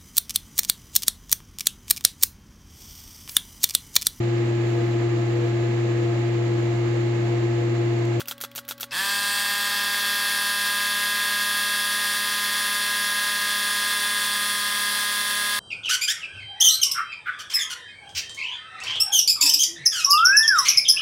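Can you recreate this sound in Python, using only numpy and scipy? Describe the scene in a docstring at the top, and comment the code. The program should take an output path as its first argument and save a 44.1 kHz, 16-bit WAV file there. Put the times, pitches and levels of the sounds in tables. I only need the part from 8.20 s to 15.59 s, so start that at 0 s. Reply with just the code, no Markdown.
"""A small workshop: an air nailer fires a quick run of brads into a board, close to the one microphone.
Each shot is a trigger click, a valve tick, the driver's blow with a gush of air, and the piston knocking home:
noise cracks with ringing body modes. Then a small oil-free compressor jolts, spins up and drones on:
multiples of the crank rate make its buzz and whistles, chopped noise its rushing air and hiss.
Behind it the room hums: wavering sine tones over faint coloured noise."""
import sys
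import numpy as np
from scipy import signal
from scipy.fft import rfft, irfft
from scipy.io import wavfile
from scipy.ndimage import uniform_filter1d, map_coordinates

SR = 44100
rng = np.random.default_rng(int(sys.argv[2]) if len(sys.argv) > 2 else 0)


def wav_out(sig):
    """Save sig, one row per channel (or a flat mono array), as 16-bit PCM at SR to the path in sys.argv[1]."""
    wavfile.write(sys.argv[1], SR, np.round(np.clip(np.atleast_2d(sig).T, -1, 1) * 32767).astype(np.int16))


N = 325968
T = np.arange(N) / SR  # time of every sample [s]


def undb(db):
    """Decibels to gain."""
    return 10 ** (np.asarray(db) / 20)


def unit(x):
    """Scale to an rms of one."""
    return x / np.sqrt(np.mean(x ** 2))


def curves(table):
    """Each column of a timed table, interpolated sample by sample."""
    s, *columns = np.transpose(table)
    return [np.interp(T, s, column) for column in columns]


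def spectrum_db(hz, points):
    """Read (frequency [Hz], level [dB]) points on a log-frequency axis."""
    point_hz, point_db = np.transpose(points)
    return np.interp(np.log(hz + 1), np.log(point_hz), point_db)


def noise(points, bumps=(), size=N):
    """Noise of a given colour at an rms of one, with narrow peaks and notches on top."""
    hz = np.arange(size // 2 + 1) * SR / size
    db = spectrum_db(hz, points)
    for centre_hz, width_hz, bump_db in bumps:
        db = db + bump_db / (1 + (2 * (hz - centre_hz) / width_hz) ** 2)
    white = rfft(rng.standard_normal(size))
    return unit(irfft(white * undb(db), size))


def walk(rate_hz):
    """Smooth random wander with an rms of one."""
    hold = max(int(SR / rate_hz), 2)
    steps = np.repeat(rng.standard_normal(N // hold + 1), hold)
    return unit(uniform_filter1d(steps, hold)[:N])


def fade(t, t60):
    """Exponential decay that starts at t = 0 and falls 60 dB in t60 seconds."""
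    return np.exp(-np.log(1000) * np.maximum(t, 0) / t60)


def ramp(start_s, length_s):
    """A straight rise from 0 to 1 that begins at a given time."""
    return np.clip((T - start_s) / length_s, 0, 1)


def add(out, start_s, sound):
    """Mix in the part of a sound that falls after time zero."""
    i = int(start_s * SR)
    sound, i = sound[max(-i, 0):], max(i, 0)
    out[i:i + len(sound)] += sound[:N - i]


def nailer():
    """Trigger, valve, blow and air; the piston comes home and bounces once on its rubber bumper."""
    # shots: (trigger click [s], driver's blow [s], piston home [s], trigger level [dB], blow level [dB])
    shots = [(-.05, -0.023, .005, -40, -26), (0.057, 0.083, .1114, -39, -25),
             (.180, 0.212, .2379, -39, -27), (0.315, .359, .379, -41, -29), (.4507, .488, .5097, -46, -28),
             (.5797, 0.6073, .630, -38.5, -27.5)]
    # colours of trigger, valve, blow, piston and bounce: (frequency [Hz], level [dB])
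    click_colour = [(300, -25), (1200, -8), (3200, 4), (6000, -10), (10000, -12), (15500, -2)]
    tick_colour = [(300, -20), (1500, -3.5), (3500, -3), (8000, -11), (13000, 0), (15500, 7)]
    blow_colour = [(150, -25), (900, -20), (1500, -3.5), (2100, -13), (3200, -4), (6000, -2), (8500, -20),
                   (13000, 2), (15500, -1)]
    knock_colour = [(150, -31), (550, -10.5), (1400, -5), (2100, -11.5), (3400, 2), (4800, -6), (8000, -11),
                    (13000, -12), (15500, -6.5)]
    bounce_colour = [(200, -24), (800, -25), (1400, -2.5), (2100, -8), (3500, -8), (6000, -11),
                     (13000, -12), (15500, -13)]
    valve_lead_s, bounce_delay_s = .0078, .0103  # valve tick before the blow, bounce after the piston is home
    valve_db, gush_db, knock_db, bounce_db = -33.5, -30.5, -27, -36.3
    out = np.zeros(N)
    for trigger_s, blow_s, home_s, trigger_db, blow_db in shots:
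        click = strike(click_colour, t60=.014, tail_db=-9, tail_t60=.061, ring_db=-10)
        add(out, trigger_s, undb(trigger_db) * click)
        tick = strike(tick_colour, t60=.017, tail_db=-5, tail_t60=.07, ring_db=-5)
        add(out, blow_s - valve_lead_s, undb(valve_db) * tick)
        blow = strike(blow_colour, t60=.025, tail_db=-18, tail_t60=.07, ring_db=-7)
        add(out, blow_s, undb(blow_db) * blow)
        add(out, blow_s, undb(gush_db) * gush(open_s=.037, open_t60=.17, closed_t60=.057))
        knock = strike(knock_colour, t60=.039, tail_db=-15, tail_t60=.1, ring_db=-3)
        add(out, home_s, undb(knock_db) * knock)
        bounce = strike(bounce_colour, t60=.023, tail_db=-7.5, tail_t60=.09, ring_db=5)
        add(out, home_s + bounce_delay_s, undb(bounce_db) * bounce)
    # so small a body radiates no deep bass
    return signal.sosfilt(signal.butter(2, 220, "high", fs=SR, output="sos"), out)


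def strike(colour, t60, tail_db, tail_t60, ring_db):
    """A hard contact in the nailer: a crack, the body modes its colour excites and a short tail from the bench."""
    # modes of nailer body and board: (nominal frequency [Hz], level [dB], t60 [s])
    body_modes = [(544, -6, 0.043), (874, -7, 0.033), (1350, -11, 0.028), (1425, 1, 0.025), (1560, -7, .02),
                  (2750, -5, .03), (3340, -5.5, 0.058), (3630, -24, .03), (5810, -11, .06)]
    t = T[:SR // 4]
    crack = noise(colour, size=len(t)) * (fade(t, t60) + undb(tail_db) * fade(t, tail_t60))
    ring = 0
    for hz, db, mode_t60 in body_modes:
        detune = 1 + 0.012 * rng.standard_normal()
        tone = np.sin(2 * np.pi * hz * detune * t)
        ring = ring + undb(db + spectrum_db(hz, colour)) * fade(t, mode_t60) * tone
    return crack + undb(ring_db) * ring


def gush(open_s, open_t60, closed_t60):
    """Air blows off while the valve is open, then dies away quickly."""
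    # colour of the exhaust: (frequency [Hz], level [dB])
    exhaust_colour = [(300, -33), (1500, -7.5), (4500, -5.5), (6500, -3), (8500, -7), (11000, -2),
                      (13400, 2.5), (15500, -11)]
    t = T[:SR // 4]
    envelope = fade(np.minimum(t, open_s), open_t60) * fade(t - open_s, closed_t60)
    return noise(exhaust_colour, size=len(t)) * envelope


def compressor():
    """The crank spins up; every turn pumps a pulse, slaps the reed valves and lets air rush through."""
    # crank speed once running: (time [s], turns per second [Hz])
    crank_speed = [(0.9, 201.7), (1.2, 203.3), (2.38, 203.4), (2.66, 204.4), (3.63, 205), (6.8, 205.3),
                   (7.3, 205.8)]
    cruise_hz, = curves(crank_speed)
    mean_hz = np.mean(cruise_hz)
    # the motor kicks at once to a share of its speed, then closes in on the rest
    start_s, kick_share, spin_up_s = .707, .425, .038
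    running_s = np.maximum(T - start_s, 0)
    speed = 1 - (1 - kick_share) * np.exp(-running_s / spin_up_s)
    swell = 1 - np.exp(-running_s / .029)  # the sound of pumping builds over the first turns [s]
    # back pressure builds after a delay and levels off
    load_from_s, load_rise_s = 1.25, 1.5
    pressure = 1 - np.exp(-np.maximum(T - load_from_s, 0) / load_rise_s)
    board = board_in_front()
    turns = np.cumsum(cruise_hz * speed) / SR
    # the valves open a little early or late, which frays the high multiples
    valve = turns + .0008 * walk(150) + .0010 * walk(25)

    pulse = pump_note(valve, speed, cruise_hz, pressure, waver_db=0.82, smear=.03)
    pump = undb(-31.5 + 0.55 * board) * pulse  # the board reinforces the buzz
    upper = np.arange(30, 78)  # crank multiples above those of the pump note
    reeds = undb(-42) * reed_ring(valve, upper, mean_hz)
    whistles = valve_whistles(valve, upper, mean_hz)
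    strokes = stroke_gain(turns)
    air = undb(-28.5 + 0.06 * board) * air_rush(strokes)
    hiss = undb(-35 - 4 * board) * slot_hiss(strokes, pressure)  # the board screens the hiss
    # the reeds only sing out once the pump is nearly up to speed
    return swell ** 1.6 * pump + speed ** 8 * (reeds + whistles) + swell ** 1.5 * (air + hiss)


def board_in_front():
    """A board is held in front of the pump for a while: 0 when away, 1 when in place."""
    in_s, out_s, move_s = 1.49, 5.55, 0.24  # the moves are centred on these times
    return ramp(in_s - move_s / 2, move_s) - ramp(out_s - move_s / 2, move_s)


def pump_note(turns, speed, cruise_hz, pressure, waver_db, smear):
    """One pulse a turn through the pump's fixed resonances: in the spin-up its multiples sweep across the peaks."""
    # crank multiples: (multiple [turns], level at low tank pressure [dB], level at high tank pressure [dB])
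    pump_orders = [(1, -20.5, -20), (2, -24, -23), (3, -22, -21.5), (4, -14.5, -26), (5, -7.5, -8),
                   (6, -10, -8.5), (7, -18.5, -17), (8, 0.4, 0.34), (9, -4.5, -6), (10, -16.5, -9),
                   (11, -22, -34), (12, -19, -17.5), (13, -7, -13), (14, -27, -23), (15, -14.5, -12),
                   (16, -6, -7.5), (17, -7, -4.5), (18, -11.5, -13.5), (19, -20, -13), (20, -12, -13.7),
                   (21, -28, -21), (22, -11, -14), (23, -11.8, -28), (24, -11, -17.5), (25, -35, -42),
                   (26, -22, -30), (27, -23, -16), (28, -34, -21), (29, -27, -18.5)]
    orders, low_db, high_db = np.transpose(pump_orders)
    orders = np.rint(orders)
    # a sharp casing resonance flares when a multiple comes near it
    flare_hz, flare_width_hz = 1730, 70
    flare_db = 8 * speed ** 4  # the early multiples pass too fast to build it up
    sway = [waver_db * walk(2.48) for _ in range(5)]
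    out = 0
    for i, k in enumerate(orders):
        db = np.interp(k * speed, orders, low_db)
        db = db + pressure * (high_db[i] - low_db[i]) + sway[i % len(sway)]
        off_peak = (k * speed * cruise_hz - flare_hz) / (flare_width_hz / 2)
        db = db + flare_db * np.exp(-off_peak ** 2)
        # highs cross the metal casing sooner than lows, which smears the pulse over the turn
        lead = smear * k ** 2 / 2 + 0.12 * rng.standard_normal()
        out = out + undb(db) * np.sin(2 * np.pi * (k * turns + lead))
    return np.sqrt(2) * out


def buzz(turns, orders, db, waver, waver_hz):
    """A stack of crank multiples at an rms of one; shifting reflections make each one waver on its own."""
    size = 4096  # samples in the stored waveform of one turn
    position = (turns % 1 * size).astype(int)
    out = 0
    for weight in (1, waver * walk(waver_hz), waver * walk(waver_hz)):
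        lines = np.zeros(size // 2 + 1, complex)
        lines[orders] = undb(db) * np.exp(2j * np.pi * rng.random(len(orders)))
        out = out + weight * irfft(lines, size)[position]
    return unit(out)


def reed_ring(valve, orders, crank_hz):
    """The reed valves, slapped every turn, ring on the upper crank multiples."""
    # colour of the ring: (frequency [Hz], level [dB])
    reed_colour = [(6150, -7), (6550, -2.5), (7200, -2), (7800, -31), (8200, -9), (8850, -11), (9650, 1),
                   (10100, 3), (10700, -5), (12400, -13), (12850, -5), (13400, -5), (14500, -2),
                   (15700, -4)]
    return buzz(valve, orders, spectrum_db(orders * crank_hz, reed_colour), waver=0.27, waver_hz=1.57)


def valve_whistles(valve, orders, crank_hz):
    """As the load changes, each whistle lifts the few crank multiples near its centre, holds and dies away."""
    # whistles: (start [s], end [s], centre [Hz], width [Hz], level [dB], release [s])
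    whistle_table = [(.8, 1.3, 9130, 170, -38.5, .4), (2.0, 7.4, 9290, 600, -39.7, .4),
                     (1.35, 7.2, 10385, 290, -38.7, .8), (1.0, 3.8, 12810, 450, -40.8, 2.6)]
    attack_s = .3
    out = 0
    for start_s, end_s, hz, width_hz, db, release_s in whistle_table:
        envelope = ramp(start_s, attack_s) * (1 - ramp(end_s, release_s))
        off_centre = 2 * (orders * crank_hz - hz) / width_hz
        peak_db = -10 * np.log10(1 + off_centre ** 6)
        out = out + undb(db) * envelope * buzz(valve, orders, peak_db, waver=0.22, waver_hz=5)
    return out


def stroke_gain(turns):
    """Intake and delivery strokes chop the air once and twice a turn, with a little random flutter."""
    crank = 2 * np.pi * (turns + 0.36)  # angle, shifted by a share of a turn
    return undb(1.6 * np.cos(crank) + 1.5 * np.cos(2 * crank) + .5 * walk(40))


def air_rush(strokes):
    """Air rushes through pump and fan, coloured by the casing and chopped by the strokes."""
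    # colour of the rushing air: (frequency [Hz], level [dB])
    air_colour = [(60, -58), (200, -15.5), (310, -25), (750, -18), (850, -11), (1150, -7), (2400, -10.5),
                  (3400, -4.5), (4600, -1.5), (6200, -11.5), (7600, -14), (9500, -15.5), (11200, -16.5),
                  (15700, -15)]
    # peaks and notches of the pump casing: (centre [Hz], width [Hz], level [dB])
    casing = [(910, 30, 1), (1457, 94, -10.5), (1701, 333, 12), (1990, 60, -5), (2104, 143, 7.5),
              (2733, 290, 4), (3005, 89, -12.5), (3120, 92, 4.5), (3460, 130, 2.5), (3950, 150, -3),
              (12800, 450, 8)]
    return bench_echoes(noise(air_colour, casing) * strokes, echo_db=-12.5)


def slot_hiss(strokes, pressure):
    """Air hisses through the valve slots, its pitch rising as the pressure builds."""
    # colour of the hiss at full pressure: (frequency [Hz], level [dB])
    slot_colour = [(5000, -40), (7300, -10), (8250, 3.5), (8800, 0.5), (9400, 3), (10400, 4), (10800, -13),
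                   (12000, -5.5), (15500, -11.5)]
    pitch = 1 - .06 * (1 - pressure)  # share of the full-pressure pitch
    jet = map_coordinates(noise(slot_colour), [np.cumsum(pitch)], mode="mirror")
    return bench_echoes(jet * strokes, echo_db=-13)


def bench_echoes(x, echo_db, count=8):
    """Small hard things on the bench throw the treble back within 2 to 12.5 ms and comb it finely."""
    lags = rng.integers(SR // 500, SR // 80, count)
    treble = signal.sosfilt(signal.butter(2, 5000, "high", fs=SR, output="sos"), x)
    echoes = sum(np.roll(treble, lag) for lag in lags)
    return unit(x + undb(echo_db) * echoes)


def start_jolt():
    """The switch closes and the first compression strokes clack in the pump: noise bursts with a ringing tone."""
    # colour of the clack: (frequency [Hz], level [dB])
    colour = [(100, -40), (300, -25), (1000, -10), (1700, 0), (3500, -5), (5200, 4), (7000, -21), (15500, -24)]
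    out, t = np.zeros(N), T[:SR // 4]
    # (time [s], clack level [dB], ring level [dB])
    for s, db, ring_db in [(.7095, -36, -46), (.7187, -37, -30), (.7283, -34, -40)]:
        add(out, s, undb(db) * fade(t, 0.048) * noise(colour, size=len(t)))
        add(out, s, undb(ring_db) * fade(t, 0.093) * np.sin(2 * np.pi * 2640 * t))
    return out


def workshop():
    """Mains and fan hum, each tone wavering slightly in level, over faint room air."""
    # hum tones: (frequency [Hz], mean rms level [dB])
    hum_tones = [(119.8, -59), (239.8, -57), (280.6, -62.5), (561.5, -56), (841, -71), (1124, -62),
                 (1599, -67), (1970, -69)]
    # colour of the room air: (frequency [Hz], level [dB])
    room_colour = [(25, -11), (100, -0.5), (220, -16), (500, -4), (800, -12), (1400, -1), (2500, -9),
                   (4000, -7), (7000, -19), (15500, -28)]
    hum = 0
    for hz, db in hum_tones:
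        tone = np.sqrt(2) * np.sin(2 * np.pi * (hz * T + rng.random()))
        hum = hum + undb(db + 0.45 * walk(2.4)) * tone
    return hum + undb(-58.5) * noise(room_colour)


def scene():
    """One microphone, the same in both ears."""
    mono = nailer() + compressor() + start_jolt() + workshop()
    return np.array([mono, mono])


def record(dry):
    """The recorder cuts the top, steeply above 15720 Hz."""
    return signal.sosfilt(signal.ellip(10, .1, 80, 15720, fs=SR, output="sos"), dry)


dry = scene()
out = record(dry)
wav_out(out)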